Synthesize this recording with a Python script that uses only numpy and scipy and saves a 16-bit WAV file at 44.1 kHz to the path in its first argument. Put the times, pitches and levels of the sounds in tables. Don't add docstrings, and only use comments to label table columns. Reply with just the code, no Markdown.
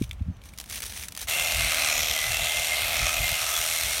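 import sys
import numpy as np
from scipy import signal
from scipy.fft import rfft, irfft
from scipy.io import wavfile
from scipy.ndimage import uniform_filter1d

SR = 44100
rng = np.random.default_rng(int(sys.argv[2]) if len(sys.argv) > 2 else 0)


def store_wav(level_fs):
    pcm = np.round(np.clip(np.atleast_2d(level_fs), -1, 1) * 32767)
    wavfile.write(sys.argv[1], SR, pcm.T.astype(np.int16))


N = 176400
T = np.arange(N) / SR
HZ = np.maximum(np.arange(N // 2 + 1) * SR / N, 1)
SHEARS_ON_S = 1.27

# (time [s], speed [strokes per s])
CUTTER_SPEED = [(1.3, 39.95), (1.7, 40.46), (1.92, 37.71), (2.15, 38.08), (2.45, 39.75), (2.7, 40.33),
                (2.95, 40.4), (3.17, 39.88), (3.4, 40.44), (3.6, 40.5), (4.0, 41.42)]
def shears():
    speed = curve(CUTTER_SPEED)
    strokes = 0.432 + np.cumsum(speed) / SR - speed[0] * SHEARS_ON_S
    fade_in = np.clip((T - SHEARS_ON_S) / .02, 0, 1)
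    force = cutter(strokes, speed)
    return fade_in * (blades(force) + bites(force) + motor(strokes))


# (place in stroke [0-1], strength [dB], decay [ms])
KNOCKS = [(.005, 9, 2.45), (.15, -1, 4.5), (0.342, 7.5, 1.1), (.505, 12, 2), (.64, 4, 1.8),
          (.79, 4.5, 0.94)]
def cutter(strokes, speed):
    free_speed, db_per_lost_stroke = 41.2, 1.5
    jitter_s, scatter_db, rise_s = .00012, 1.3, .00018
    numbers = np.arange(int(strokes[-1]) + 1)
    load = gain(db_per_lost_stroke * np.maximum(free_speed - speed, 0))
    scrape = gain(1) * np.exp(0.17 * wander(600))
    power, clicks = scrape ** 2, np.zeros(N)
    for place, db, decay_ms in KNOCKS:
        timing, strength = np.clip(rng.standard_normal((200, 2)), -1.6, 1.6)[:len(numbers)].T
        times = np.interp(numbers + place, strokes, T, right=2 * T[-1]) + jitter_s * timing
        at = (times * SR).astype(int)
        hits, heard = np.zeros(N), at < N
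        hits[at[heard]] = gain(db + scatter_db * strength)[heard]
        power += die_away(hits * load, decay_ms / 1000, rise_s) ** 2
        clicks += hits * load * np.sign(noise())
    force = np.sqrt(power) * noise() + gain(3) * np.roll(clicks, int(rise_s * SR))
    return force / np.std(force[T > SHEARS_ON_S])


# (pitch [Hz], width [Hz], relative level [dB])
METAL_RINGS = [(671.5,177,-5.5), (920,940,-19), (1279,560,-10.5), (1674,630,-12), (2166,520,0.5),
               (2635,650,1), (3336,990,-2), (4040,1380,-4.5), (5400,340,-10), (5820,1400,-6),
               (6900,1070,-9.5), (8730,3200,-9), (11870,1340,-10.5), (13700,2900,-17)]
# (time [s], low [dB], low middle [dB], middle [dB], high middle [dB], high [dB])
BAND_LEVELS = [(1.3, -41.5, -40, -35, -32.5, -32.5), (1.5, -40, -44, -31, -32, -33.4),
               (1.7, -41, -39, -28.5, -31.5, -33), (1.88, -39.5, -37.5, -31, -30.5, -32.5),
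               (2.05, -41.5, -45, -32.5, -30, -34.5), (2.25, -42.5, -41.5, -34.5, -33, -34.5),
               (2.45, -39.5, -42.9, -33.5, -31.5, -34.2), (2.7, -40.5, -44, -32.5, -32, -34.5),
               (2.9, -39, -41, -32.5, -33, -33.5), (3.05, -39.5, -42, -30.5, -30, -35),
               (3.18, -39, -44, -34.5, -33, -34.5), (3.3, -41.5, -43, -32.5, -32, -32.5),
               (3.43, -43.5, -40, -34.8, -31.5, -34.5), (3.56, -42.5, -40.5, -36.5, -31.5, -31.5),
               (3.75, -45.5, -42, -34.5, -31.1, -32), (4.0, -44.5, -42.5, -37, -32.0, -33.5)]
BAND_EDGES = (950, 1700, 3100, 7500)
BAND_TRIMS = (-0.34, -0.32, -1.1, -0.51, 0)
def blades(force):
    metal = sum(ring(force, hz, width) * np.sqrt(width) * gain(db + 1.8 * wander(3))
                for hz, width, db in METAL_RINGS)
    spectrum = rfft(metal)
    below_edge = [0] + [1 / (1 + (HZ / hz) ** 12) for hz in BAND_EDGES] + [1]
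    out = 0
    for k, trim_db in enumerate(BAND_TRIMS):
        band = irfft(spectrum * (below_edge[k + 1] - below_edge[k]), N)
        out += steady(band) * gain(curve(BAND_LEVELS, column=k + 1) + trim_db)
    return out


# (time [s], half length [s], pitch [Hz], width [Hz], strength [dB])
BITES = [(1.37, 0.092, 2720, 160, -32), (1.84, 0.17, 4050, 200, -37), (1.906, 0.16, 2490, 298, -34.5),
         (2.0, 0.24, 5760, 1100, -40.5), (2.095, .2, 3180, 200, -39), (2.37, 0.085, 2690, 160, -33.5),
         (3.025, 0.22, 2510, 160, -32.5), (3.084, 0.12, 1255, 200, -39), (3.507, 0.14, 1278, 201, -39.5),
         (3.564, 0.042, 3410, 130, -32)]
def bites(force):
    return sum(gain(db) * swell(at, length) * ring(force, hz, width)
               for at, length, hz, width, db in BITES)


# (time [s], relative level [dB])
GEAR_WHINE = [(1.3, -35), (1.7, -37), (1.9, -44), (2.05, -45), (2.2, -34.5), (2.8, -35), (3.0, -44),
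              (3.15, -45), (3.25, -30), (3.45, -44.5), (4, -38.5)]
# (pitch [times the motor speed], level [dB])
MOTOR_TONES = [(1, -62), (2, -66.5), (3, -62.5), (6, -54.5), (18, -51)]
# (pitch [times the stroke rate], level [dB])
FORK_TONES = [(8, -68.5), (10, -66.5), (12, -78), (13, -57), (15, -52.5), (17, -59.5), (19, -58),
              (32, -53.5)]
# (time [s], half length [s])
STRAINS = [(1.85, 0.28), (3.05, 0.14)]
def motor(strokes):
    def tone(cycles, db, wobble):
        level = np.sqrt(2) * gain(db + 2.5 * wander(19.5))
        return level * np.sin(2 * np.pi * cycles + wobble * wander(47))
    turns_per_stroke, gear_teeth = 3.487, 15
    whine_wobble, hum_wobble = .6, .2
    turns = turns_per_stroke * strokes
    whine = tone(gear_teeth * turns, curve(GEAR_WHINE) - 1.5, whine_wobble)
    whine *= 1 + .35 * wander(100)
    hum = sum(tone(k * turns, db, hum_wobble if k < gear_teeth else whine_wobble)
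              for k, db in MOTOR_TONES)
    strain = tone(2 * turns, -59.5, hum_wobble) * sum(swell(at, length) for at, length in STRAINS)
    fork = sum(tone(k * strokes, db, hum_wobble) for k, db in FORK_TONES)
    return whine + hum + strain + fork


# (time [s], level [dB])
DRAG_LEVELS = [(0, -53), (.04, -46.5), (.07, -61), (.39, -81), (.46, -50), (.56, -63), (.61, -48),
               (.67, -56), (.72, -35), (.79, -35), (.81, -50), (.83, -37.5), (.9, -38.5), (1.04, -38.5),
               (1.1, -54), (1.15, -58), (1.19, -38), (1.245, -37.5), (1.26, -58.5)]
# (frequency [Hz], relative level [dB])
DRAG_COLOUR = [(150, -19), (300, -14.5), (700, -9), (1150, -12), (1800, -3), (3800, -2.5), (5000, -6.5),
               (6000, 0.5), (7200, -9), (9300, -1), (10500, -6.5), (12000, -7), (15500, -11)]
def dragging():
    grit = noise() * np.exp(0.38 * wander(470) + 0.24 * wander(70))
    return colour(unit(grit) * gain(curve(DRAG_LEVELS)), DRAG_COLOUR)


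# (time [s], strength [dB], dullness [0-1])
TAPS = [(0.022, -25.5, 0.56), (0.04, -28.5, 0.8), (.0932, -37.5, .1), (0.1112, -21.5, 0.88),
        (.1305, -35, 0.3), (0.195, -43, 1), (0.2225, -43, 0.8), (0.368, -48, 0.1), (0.417, -41, 0.7),
        (0.4377, -37, 0.3), (0.49, -35.5, 0.7), (.536, -32.5, 0.6), (.576, -30, 0.04), (0.586, -22, 0),
        (0.6, -23, 0.07), (0.612, -27, 0.05), (.640, -31.5, 0.2), (0.6592, -33.5, 0), (0.698, -23.5, 0.04),
        (.711, -25, 0.2), (.778, -25, 0.4), (0.8037, -20.5, 0), (0.8207, -20, 0), (0.838, -21.5, 0),
        (1.036, -23.5, 0.15), (1.084, -20, 0.02), (1.1218, -24.5, 0.05), (1.1505, -25.5, 0),
        (1.165, -26, 0), (1.1746, -17.5, 0.04), (1.2145, -20.5, 0), (1.228, -23, 0), (1.275, -33, .7),
        (1.285, -28, .9)]
# (frequency [Hz], relative level [dB])
TICK_COLOUR = [(200, -12.5), (900, -6.5), (3500, -1.5), (5000, -1.5), (9000, -2.5), (10500, -3),
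               (12000, -5), (16000, -8.5)]
# (pitch [Hz], width [Hz], relative level [dB])
CLACK_RINGS = [(1110, 260, -18), (2350, 410, -1.5), (3400, 860, -6), (6450, 1600, -24)]
def taps():
    def burst(hits):
        snap = die_away(hits, decay_s=.0019, rise_s=.00011)
        tail = gain(-21) * die_away(hits, decay_s=.01, rise_s=.001)
        return noise() * (snap + tail)
    sharp, dull = np.zeros(N), np.zeros(N)
    for at, db, dullness in TAPS:
        sharp[int(at * SR)] = gain(db - 5) * np.sqrt(1 - dullness)
        dull[int(at * SR)] = gain(db - 5) * np.sqrt(dullness)
    return colour(burst(sharp), TICK_COLOUR) + resonate(burst(dull), CLACK_RINGS)


# (time [s], pitch [Hz], half length [s], peak level [dB])
BUMPS = [(.0165, 220, .0013, -12), (.027, 125, .009, -25), (.2205, 75, .006, -19), (.213, 200, .0025, -28),
         (.269, 150, .003, -31), (.286, 170, .0024, -23), (.295, 80, .008, -22), (.303, 200, .0028, -29),
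         (.3145, 170, .003, -32)]
def bumps():
    return sum(gain(db) * np.cos(2 * np.pi * hz * (T - at)) / np.cosh(np.minimum(abs(T - at) / span, 20))
               for at, hz, span, db in BUMPS)


# (time [s], half length [s], level [dB])
GUSTS = [(.1, 0.3, -39.5), (1.404, 0.037, -44), (1.609, 0.082, -32), (1.997, 0.04, -38),
         (2.106, 0.028, -39), (2.296, 0.054, -39), (2.414, 0.046, -36), (2.59, 0.027, -39),
         (2.869, 0.064, -41.5), (3.03, 0.035, -30), (3.211, 0.049, -30), (3.328, 0.017, -33),
         (3.435, .03, -43), (3.61, .03, -44), (3.866, .05, -39)]
# (frequency [Hz], relative level [dB])
WIND_COLOUR = [(20, -31), (45, 1.5), (68, -0.5), (110, -7), (200, -21.5), (400, -51), (900, -72)]
def wind():
    gusts = sum(gain(db) * swell(at, length) for at, length, db in GUSTS)
    return gusts * steady(colour(noise(), WIND_COLOUR))


# (frequency [Hz], relative level [dB])
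RUMBLE_COLOUR = [(20, -51), (50, 2), (80, 0.5), (120, -12.5), (200, -14), (300, -20.5), (800, -52.5)]
# (frequency [Hz], relative level [dB])
HISS_COLOUR = [(240, -33), (400, -5), (576, -1.5), (3150, -12), (3770, -16), (5030, -22), (5950, -21),
               (15000, -40)]
def open_air():
    rumble = unit(colour(noise(), RUMBLE_COLOUR)) * gain(-48 + 1.5 * wander(0.67))
    hiss = unit(colour(noise(), HISS_COLOUR)) * gain(-59.5)
    return rumble + hiss


# (time [s], half length [s], pitch [Hz], slide [Hz per s], level [dB])
CHIRP = (.35, .04, 6080, -8000, -68)
def bird():
    at, length, hz, slide, db = CHIRP
    pitch = hz + slide * (T - at) + 60 * wander(200)
    return gain(db) * swell(at, length) * np.sin(2 * np.pi * np.cumsum(pitch) / SR)


def gain(db):
    return 10 ** (np.asarray(db) / 20)


def unit(x):
    return x / np.std(x)


def steady(x):
    return x / np.sqrt(uniform_filter1d(x ** 2, size=SR // 7) + 1e-12)


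def noise():
    return rng.standard_normal(N)


def wander(rate):
    return unit(irfft(rfft(noise()) / (1 + (HZ / rate) ** 4), N))


def curve(table, column=1):
    rows = np.array(table)
    return np.interp(T, rows[:, 0], rows[:, column])


def swell(at, half_length):
    return np.exp(-((T - at) / half_length) ** 2)


def die_away(hits, decay_s, rise_s):
    t = T[:N // 20]
    return signal.fftconvolve(hits, np.exp(-t / decay_s) * (1 - np.exp(-t / rise_s)))[:N]


def shape(x, response):
    cepstrum = irfft(np.log(response / np.sqrt(np.mean(response ** 2)) + 1e-7), N)
    cepstrum[1:N // 2] *= 2
    cepstrum[N // 2 + 1:] = 0
    return irfft(rfft(x) * np.exp(rfft(cepstrum)), N)


def colour(x, points):
    hz, db = np.array(points).T
    return shape(x, gain(np.interp(np.log(HZ), np.log(hz), db)))


def resonate(x, rings):
    power = sum((gain(db) / (1 + ((HZ / hz - hz / HZ) * hz / width) ** 2)) ** 2
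                for hz, width, db in rings)
    return shape(x, np.sqrt(power))


def ring(force, hz, width):
    return resonate(force * np.sign(noise()), [(hz, width, 0)])


def scene():
    return (shears() + dragging() + taps() + bumps() + wind() + open_air() + bird())[None]


def record(dry):
    return signal.sosfilt(signal.ellip(10, .2, 80, 15900, fs=SR, output="sos"), dry)


dry = scene()
out = record(dry)
store_wav(out)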